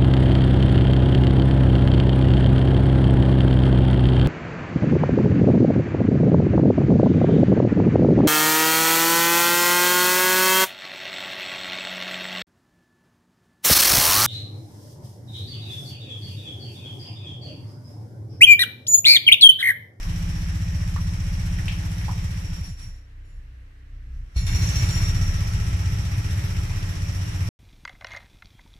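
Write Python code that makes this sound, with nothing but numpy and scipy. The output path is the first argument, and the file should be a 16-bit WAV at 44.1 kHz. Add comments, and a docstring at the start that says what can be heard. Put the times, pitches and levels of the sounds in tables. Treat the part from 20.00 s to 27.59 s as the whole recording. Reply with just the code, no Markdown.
"""A washing machine motor turns its drum, coasts to a stop, rests and starts up the other way.
Each shaft turn is an impulse on the cabinet, whose modes boom; the brushes make noise that swells and ticks.
Under strain, stick-slip noise sings in the housing resonances. Loose things knock in the drum as damped sines.
The tub sways and lurches on its springs; a hum of steady harmonics and the hush of the home fill the rest."""
import sys
import numpy as np
from scipy import signal
from scipy.io import wavfile
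from scipy.ndimage import uniform_filter1d

SR = 44100
rng = np.random.default_rng(int(sys.argv[2]) if len(sys.argv) > 2 else 0)


def to_linear_factor(level_db):
    """Convert decibel levels (scalar or array-like) to linear amplitude factors."""
    exponent = np.asarray(level_db, float) / 20
    return 10 ** exponent


def put_to_file(sound):
    """Save the sound as 16-bit audio at rate SR, in the file named by the first command-line argument."""
    columns = np.atleast_2d(sound).T  # one column per channel
    safe = np.clip(columns, -1, 1)
    whole_steps = np.round(safe * 32767)
    wavfile.write(sys.argv[1], SR, whole_steps.astype(np.int16))


N = 334719
TIME = np.arange(N) / SR

REVERSE_S = 3.7   # within the rest: settings for turning forward hold before it, for turning back after it
FIRST_JOLT_S = 4.364   # the motor starts backwards
STEADY_HZ, STEADY_DB = (270, 330), -43   # tones and panels in this range stop growing above this load


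def rms_one(x):
    """Normalization: scales to unit rms."""
    return x / np.sqrt(np.mean(x ** 2) + 1e-20)


def at_hz(points, hz):
    """Spectral envelope: interpolates levels linearly over log frequency."""
    point_hz, value = np.transpose(points)
    return np.interp(np.log(hz), np.log(point_hz), value)


def drift(rate_hz):
    """Low-pass noise: two equal poles at the given rate make a slow random curve of spread 1."""
    hop = 40   # samples between the points of the slow curve
    r = np.exp(-2 * np.pi * rate_hz * hop / SR)
    white = rng.standard_normal(N // hop + 2002)
    slow = signal.lfilter([1], [1, -2 * r, r * r], white)[2000:]
    return np.interp(np.arange(N) / hop, np.arange(len(slow)), rms_one(slow))


def resonate(x, hz, width_hz):
    """Damped resonance: a pole pair of gain 1 at its peak."""
    r = np.exp(-np.pi * width_hz / SR)
    zeros = [(1 - r * r) / 2, 0, (r * r - 1) / 2]
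    poles = [1, -2 * r * np.cos(2 * np.pi * hz / SR), r * r]
    return signal.lfilter(zeros, poles, x + 1e-18)


def resonate_twice(x, hz, width_hz, second):
    """Cascaded resonance: a second stage, its width scaled by the given factor, steepens the skirts."""
    return resonate(resonate(x, hz, width_hz), hz, second * width_hz)


def wandering(cycles, width_hz):
    """Phase diffusion: two unrelated sines of rms 1 whose random-walk phases spread the line to a width."""
    steps = rng.standard_normal((2, N // 16 + 2)) * np.sqrt(32 * np.pi * width_hz / SR)
    walk = np.repeat(np.cumsum(steps, axis=1), 16, axis=1)[:, :N]
    return np.sqrt(2) * np.sin(2 * np.pi * cycles + walk)


# Interchannel coherence. Each row: frequency in Hz, correlation of left with right.
LIKENESS = [(60, 1.0), (180, 0.98), (550, -0.4), (1650, -0.06), (4970, 0.09), (15000, -0.0)]
# Interchannel balance. Each row: frequency in Hz, left over right in dB.
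BALANCE = [(60, 0.0), (180, 0.0), (550, -0.5), (1650, -0.5), (4970, 0.0), (9000, -2.5), (12000, -8.0),
           (15000, -12.0)]


def placed(pair, hz):
    """Mid-side synthesis: two signals become left and right with the coherence and balance of their pitch."""
    alike = np.clip(at_hz(LIKENESS, hz), -1, 1)
    lean_db = at_hz(BALANCE, hz) / 2
    mid, side = np.sqrt(1 + alike) * pair[0], np.sqrt(1 - alike) * pair[1]
    return (mid + side * [[1], [-1]]) * to_linear_factor(np.array([[lean_db], [-lean_db]]))


def banded_noise(spectrum, patchy_db, beat_db=0, step=1 / 3):
    """Filter-bank noise of rms 1: bands of step octaves flicker singly and in part together."""
    out, together = 0, drift(1.05)
    bottom_hz, top_hz = spectrum[0][0], spectrum[-1][0]
    edges = bottom_hz * 2 ** np.arange(0, np.log2(top_hz / bottom_hz) + step, step)
    white = rng.standard_normal((2, 2, N))
    for k, (low, high) in enumerate(zip(edges, np.minimum(edges[1:], 19000))):
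        band_filter = signal.butter(2, [low, high], "band", fs=SR, output="sos")
        band = signal.sosfilt(band_filter, white[k % 2])
        hz = np.sqrt(low * high)
        bite = np.clip(np.log2(hz / 400) / 4, 0, 1)   # the beat bites deeper in the treble
        flicker_db = patchy_db * (0.45 * together + drift(15.3))
        out = out + to_linear_factor(at_hz(spectrum, hz) + flicker_db + bite * beat_db) * placed(band, hz)
    return rms_one(out)


def by_direction(forward, back):
    """Piecewise setting: one value while turning forward, another while turning back."""
    return np.where(TIME < REVERSE_S, forward, back)


def turning(turns, full_speed, power, smooth):
    """Speed-dependent excitation: grows from 0 at rest to 1 at full_speed (turns per s)."""
    share = np.clip(np.gradient(turns) * SR / full_speed, 0, 1)
    return uniform_filter1d(share ** power, size=smooth)


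def peaks_db(rows, rise_db_per_s):
    """Exponential envelopes: the loudest of several (start s, hold s, dB, fade dB per s) at each moment."""
    shapes = []
    for start, hold, db, fade in rows:
        before, after = (start - TIME).clip(0), (TIME - start - hold).clip(0)
        shapes.append(db - rise_db_per_s * before - fade * after)
    return np.max(shapes, axis=0)


def shaft():
    """Rotational kinematics: steady speed, uniform braking, rest, then an exponential run-up backwards."""
    start_turns, speed, off_s, braking = .54, 15.37, 2.33, 22   # turns, turns per s, s, turns per s per s
    coast = np.clip(TIME - off_s, 0, speed / braking)
    forward = start_turns + speed * (np.minimum(TIME, off_s) + coast) - braking * coast ** 2 / 2
    speed, lost_turns, rise_s = 15.5, 1.15, .14   # turns per s, turns lost in the run-up, its time constant
    since = np.maximum(TIME - FIRST_JOLT_S, 0)
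    whole = np.ceil(forward[-1])   # the run-up begins on a whole turn
    back = whole + speed * since - lost_turns * (1 - np.exp(-since / rise_s))
    return np.where(TIME < FIRST_JOLT_S, forward, back)


def brush_beat(turns, depth_db, tick_db, jump):
    """Periodic modulation, level over one turn: a round swell, in part a fading jump, and three short ticks."""
    angle = turns % 1
    strength = np.array([1, .6, .3])[(3 * angle).astype(int)]   # the first tick is the strongest
    ticks = np.exp(-(3 * angle % 1) / 0.034) * strength
    uneven = np.clip(1 + 0.4 * drift(23.5), 0, 2)
    swell = jump * (.5 - angle) + (1 - jump) * np.cos(2 * np.pi * (angle - 0.03)) / 2
    beat_db = depth_db * swell + tick_db * ticks * uneven
    return uniform_filter1d(beat_db, size=150)   # the room rounds each jump


# Cabinet modes. Each row: frequency in Hz, width in Hz, level turning forward in dB, level turning back in dB.
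CABINET_MODES = [(46, 8, -10, -14), (62, 10, -5, -5), (77, 10, -2, -4), (92, 10, -2, -1), (108, 10, -3, -5),
                 (124, 10, -11, -13), (139, 10, -17, -19), (154, 10, -11, -17), (170, 10, -8, -14),
                 (185, 10, -16, -23), (200, 12, -24, -38), (231, 10, -33, -35), (262, 30, -37, -34),
                 (345, 70, -46, -39), (292, 12, -32, -40), (308, 10, -27, -24)]
# Rumble of moving water. Each row: frequency in Hz, level in dB per Hz.
WATER_RUMBLE = [(42, -15), (62, -2), (100, 6), (140, -8), (200, -21), (260, -48)]


def boom(turns, boom_db, lurch_db, load_db):
    """Modal excitation: each uneven jolt of the shaft rings the cabinet modes, over a rumble of moving water."""
    uneven, out = to_linear_factor(.7 * drift(8.0)), 0
    for hz, width_hz, forward_db, back_db in CABINET_MODES:
        # higher panels are shaken at ever earlier shaft angles, so each thump sweeps downward;
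        # above 270 Hz all share one lead
        lead_turns = .00175 * hz if hz < 270 else .57
        # the lowest mode is pushed the opposite way when the shaft turns forward
        push = by_direction(-uneven, uneven) if hz < 50 else uneven
        jolts = np.diff(np.floor(turns - .57 + lead_turns), prepend=0).clip(0, 1) * push
        level_db = by_direction(forward_db, back_db) + 1.3 * drift(2.0)
        if hz > 190:   # these panels follow the load on the drive alone, not the lurches of the tub
            level_db = level_db - lurch_db
        if STEADY_HZ[0] < hz < STEADY_HZ[1]:
            level_db = level_db - (load_db - STEADY_DB).clip(0)
        ring = resonate_twice(jolts * to_linear_factor(level_db), hz, width_hz, 2)
        # a copy delayed by 97 samples serves as side signal and widens the stereo
        out = out + placed([ring, np.roll(ring, 97)], hz)
    rumble_db = np.where(TIME < FIRST_JOLT_S, -9.5, -5.5)   # against the boom
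    rumble = to_linear_factor(rumble_db) * banded_noise(WATER_RUMBLE, patchy_db=1.0, step=0.5046)
    return to_linear_factor(boom_db) * (turning(turns, 3, 1, 600) * rms_one(out) + rumble)


# Thin motor tones. Each row: frequency in Hz, level against the hiss in dB turning forward, then turning back.
MOTOR_TONES = [(301, -18, -20), (409, -25, -19), (572, -21, -22), (682, -26, -22), (829, -24, -21)]


def motor_tones(turns, load_db):
    """Narrow-band tones: phase diffusion blurs tones of fixed pitch, which fade as the shaft slows."""
    out = 0
    for hz, forward_db, back_db in MOTOR_TONES:
        steady = STEADY_HZ[0] < hz < STEADY_HZ[1]
        drive_db = np.minimum(load_db, STEADY_DB) if steady else load_db
        level_db = by_direction(forward_db, back_db) + drive_db + 2.5 * drift(3.0)
        out = out + to_linear_factor(level_db) * placed(wandering(hz * TIME, width_hz=5), hz)
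    return turning(turns, 9, 1, 2000) * out


# Harmonics of the hum. Each row: multiple of the fundamental, level in dB.
HUM_HARMONICS = [(1, 3), (2, -0.5), (3, -6.5), (4, -14), (5, -27), (6, -28.5), (7, -31), (8, -36.5),
                 (9, -24), (10, -28.5)]


def hum(turns, boom_db):
    """Beating and harmonic series: the tub sways at two close rates and shakes, over a steady wavering hum."""
    hum_hz, hum_db = 30.8, -46.5
    swell_turns = 21.1   # shaft turns from one top of the sway's swell to the next
    top_turn = by_direction(.8, 13.0)   # shaft turn of a top
    twice_a_turn = 4 * np.pi * turns
    sway = np.sin(twice_a_turn) + np.sin(twice_a_turn - 2 * np.pi * (turns - top_turn) / swell_turns)
    shaken = rms_one(resonate(resonate(rng.standard_normal(N), 29.2, 4.0), 52.0, 23))
    out = to_linear_factor(boom_db) * (to_linear_factor(-10.5) * turning(turns, 15, 2, 2000) * sway + to_linear_factor(-15) * shaken)
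    for multiple, level_db in HUM_HARMONICS:
        wave = np.sin(2 * np.pi * multiple * hum_hz * TIME + multiple ** 2)
        out = out + to_linear_factor(hum_db + level_db + 3.0 * drift(3.0)) * wave
    return np.sqrt(2) * out


# Hiss of brushes and water. Each row: frequency in Hz, level in dB per Hz.
HISS_SPECTRUM = [(200, -12), (380, -5), (650, -2), (1390, -2.5), (1910, 1), (4400, -9.5), (5680, -14),
                 (6570, -12.5), (12300, -17), (14800, -30.5), (15600, -40)]
# Broad housing rings. Each row: frequency in Hz, width in Hz, level against the hiss in dB.
HOUSING_RINGS = [(1905, 75, -16), (2470, 900, -15), (5573, 850, -7.5), (7340, 520, -18), (9190, 130, -27.5)]


def brush_hiss(beat_db, hiss_db):
    """Amplitude-modulated noise: broad hiss beats with the shaft, and the motor housing resonates with it."""
    out = banded_noise(HISS_SPECTRUM, patchy_db=1.38, beat_db=beat_db)
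    white = rng.standard_normal((2, N))
    for hz, width_hz, level_db in HOUSING_RINGS:
        ring = resonate_twice(white * to_linear_factor(1.17 * beat_db), hz, width_hz, 1)
        out = out + to_linear_factor(level_db + .7 * drift(6.0)) * placed(rms_one(ring), hz)
    return to_linear_factor(hiss_db) * out


# Hush of the home. Each row: frequency in Hz, level in dB per Hz.
HUSH_SPECTRUM = [(190, -39), (330, -2), (926, -12), (1040, -18), (1530, -1.5), (3420, -16), (15600, -36)]


def home_hush():
    """Stationary background noise: a shaped spectrum at a constant -61.5 dB rms."""
    return to_linear_factor(-61.5) * banded_noise(HUSH_SPECTRUM, patchy_db=.6, step=.5)


# Knocks in the drum. Each row: start in seconds, level of the blow in dB, frequency in Hz,
# left over right in dB, time for the rattling tail to fall 60 dB in seconds.
DRUM_KNOCKS = [(0.9625, -29, 1130, -10, 0.16), (0.967, -37, 1800, -7, .15), (0.984, -36, 1180, 6, 0.25),
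               (1.5855, -38, 2400, -8, 0.2), (1.5875, -33, 1900, -5, .2), (1.595, -36, 1750, 1, 0.18),
               (1.6815, -22, 2650, 2.5, 0.29), (1.6835, -27, 3000, 2, .35), (1.687, -32, 2650, 0, .3),
               (2.014, -34, 2300, -1, 0.069), (2.0825, -30, 890, -10, 0.19), (2.091, -30, 980, -5, 0.32),
               (2.61, -53, 12300, -6, .1), (6.706, -42, 950, -13, 0.5)]


def knocks():
    """Impact and decay: a blow rings as a damped sine with a crack, then a rough tail dies away in the drum."""
    out = np.zeros((2, N))
    after = np.arange(int(.25 * SR)) / SR
    for s, level_db, hz, pan_db, t60 in DRUM_KNOCKS:
        white = rng.standard_normal((2, len(after)))
        blow = np.sin(2 * np.pi * hz * after) * to_linear_factor(-60 * after * hz / 40)   # 40 cycles to -60 dB
        rough = rms_one(resonate(resonate(white, 1.07 * hz, .5 * hz), 0.87 * hz, 0.33 * hz))
        # the rattle holds for 0.05 of its t60, then decays
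        tail = rough * to_linear_factor(-14.5 - 60 * np.maximum(after / t60 - 0.05, 0))
        # the crack follows half of the blow's dB
        crack_db = -26 + .5 * level_db - 60 * after / 0.025
        crack = rms_one(resonate(white, min(0.84 * hz, 12000), 2100)) * to_linear_factor(crack_db)
        sides = to_linear_factor(np.array([[pan_db], [-pan_db]]) / 2)
        knock = sides * (to_linear_factor(level_db) * (blow + tail) + crack)
        at = round(s * SR)
        out[:, at:at + len(after)] += knock[:, :N - at]
    return out


# Housing resonances. Each row: frequency in Hz, width in Hz, then levels in dB coasting down, at rest,
# at the first jolt, on the first turns, gathering speed, up to speed, settling.
SQUEAL_MODES = [(730, 40, -19, -30, -30, -30, -30, -30, -30), (1906, 80, -25, -25, -12, -13, -14, -15, -15),
                (2240, 140, -25, -25, -5, -1, -10, -7, -12), (2729, 60, -25, -25, -10, -10, -11, -11, -15),
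                (3615, 100, -25, -25, -11, -8, -12, -9, -15), (4240, 140, -25, -25, 0, -5, -9, -11, -16),
                (5580, 60, 3, -6, -2, 1, 3, 4, 3), (6250, 60, -20, -20, -6, -11, -2, -11, -6),
                (7125, 65, -8, -2, -5, -5, -7, -5, -13), (10590, 70, -10, -8, -12, -12, -12, -13, -17),
                (12390, 45, -35, -35, -26, -24, -20, -20, -18),
                (14345, 70, -32, -32, -30, -18, -18, -20, -22)]
# Each entry: time of one of those seven stages in seconds.
STAGES_S = [2.95, 3.2, 4.38, 4.5, 4.68, 4.95, 5.14]
# Each entry: level of the rasp at one stage in dB.
RASP_DB = [-3, -3, -3, -3, -3, -3, -9]
# Rasp under strain. Each row: frequency in Hz, level in dB per Hz.
RASP_SPECTRUM = [(1500, -20.5), (2500, 3.5), (5000, 4.5), (8000, -3), (12000, -3.5), (15500, -27)]
# Bursts of squeal. Each row: start in seconds, hold in seconds, level in dB, fade in dB per second.
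SQUEAL_BURSTS = [(2.44, .05, -59, 60), (2.54, .05, -55, 120), (2.645, 0.055, -52, 170),
                 (2.785, 0.06, -55, 110), (3.25, 0.08, -72, 150), (4.366, 0.021, -46, 74),
                 (4.466, 0.635, -43.5, 500), (5.155, .025, -48, 400), (5.215, 0.05, -48, 80),
                 (5.55, .02, -55, 120)]
BURST_RISE_DB_PER_S = 1500


def squeal(beat_db):
    """Stick-slip friction: narrow housing resonances sing and rustle, each coming and going, over a bright rasp."""
    white, out = rng.standard_normal((2, N)), 0
    for hz, width_hz, *stage_db in SQUEAL_MODES:
        rustle = rms_one(resonate_twice(white, hz, width_hz, 3))
        line = .6 * rustle + .8 * wandering(hz * TIME, .4 * width_hz)
        flicker_db = 1.0 * drift(4.0) + 1.5 * drift(18.0)
        level_db = np.interp(TIME, STAGES_S, stage_db) + flicker_db + .6 * beat_db
        out = out + to_linear_factor(level_db) * placed(line, hz)
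    rasp = banded_noise(RASP_SPECTRUM, patchy_db=1.5, beat_db=beat_db, step=.5)
    rasp = to_linear_factor(np.interp(TIME, STAGES_S, RASP_DB)) * rasp
    return to_linear_factor(peaks_db(SQUEAL_BURSTS, BURST_RISE_DB_PER_S)) * (out + rasp)


# The tub on its springs. Each row: frequency in Hz, width in Hz, level against the rocking or lurch in dB.
SPRING_MODES = [(30, 7.5, 1.5), (59, 5.1, -1.5)]


def lurch(level_db):
    """Mass-spring resonance: the tub bounces on its springs as low, narrow noise."""
    out = 0
    for hz, width_hz, db in SPRING_MODES:
        bounce = rms_one(resonate_twice(rng.standard_normal(N), hz, width_hz, 2))
        out = out + to_linear_factor(level_db + db) * bounce
    return out


def whine():
    """Narrow-band resonance: noise in one resonance swells after the restart and sinks away."""
    hz, width_hz = 1330, 35
    line = rms_one(resonate_twice(rng.standard_normal((2, N)), hz, width_hz, 3))
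    return to_linear_factor(peaks_db([(4.95, .4, -54, 6)], rise_db_per_s=30)) * placed(line, hz)


# Load on the drive. Each row: time in seconds, load as the level of the brush hiss in dB.
DRIVE_LOAD = [(0, -43.5), (2.18, -44), (2.58, -46), (2.7, -51), (2.73, -56), (2.78, -59.5), (2.8, -51.5),
              (2.99, -64), (3.11, -110), (4.34, -64), (4.37, -48), (4.45, -47), (4.48, -40), (4.8, -36.5),
              (5.31, -40), (6.0, -41.5), (7.3, -42.5)]
# The resting tub rocks. Each row: time in seconds, level of the boom in dB.
TUB_ROCKS = [(3.39, -41.5), (3.95, -43.5), (4.16, -34.5)]


def scene():
    """Superposition: one shaft angle and one load drive the machine's sources, summed with the home's hush."""
    turns = uniform_filter1d(shaft(), size=300)
    load_db = np.interp(TIME, *np.transpose(DRIVE_LOAD))
    fall_db_per_s = 52.5
    rock_db = peaks_db([(s, 0, db, fall_db_per_s) for s, db in TUB_ROCKS], rise_db_per_s=101)
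    # the tub lurches at the first jolt backwards
    kick_db = peaks_db([(FIRST_JOLT_S, 0.01, -23.5, fall_db_per_s)], BURST_RISE_DB_PER_S)
    driven_db = load_db + 16   # the boom lies 16 dB above the hiss
    boom_db = np.max([driven_db, rock_db, kick_db], axis=0)
    hiss_db = np.maximum(load_db, rock_db - 30.5)
    beat_db = brush_beat(turns, depth_db=4.5, tick_db=9.5, jump=0.67)
    slip_db = brush_beat(turns, depth_db=6.0, tick_db=3.0, jump=1)
    machine = boom(turns, boom_db, boom_db - driven_db, load_db) + motor_tones(turns, load_db)
    machine = machine + hum(turns, boom_db) + brush_hiss(beat_db, hiss_db) + knocks()
    machine = machine + squeal(slip_db) + lurch(np.maximum(rock_db, kick_db)) + whine()
    return machine + home_hush()


def top_cut(x):
    """Nothing passes above the cut-off."""
    return signal.sosfilt(signal.butter(12, 15730, fs=SR, output="sos"), x)


def record(dry):
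    """Band limitation: a low-pass cuts the top, and the sound breaks off just before the end."""
    low_pass = signal.cheby2(8, 40, 15800, fs=SR, output="sos")
    end_s, ramp_s = 7.49, 0.00089
    mix = signal.sosfilt(low_pass, dry) * np.clip((end_s - TIME) / ramp_s, 0, 1)
    return top_cut(mix)


dry = scene()
out = record(dry)
put_to_file(out)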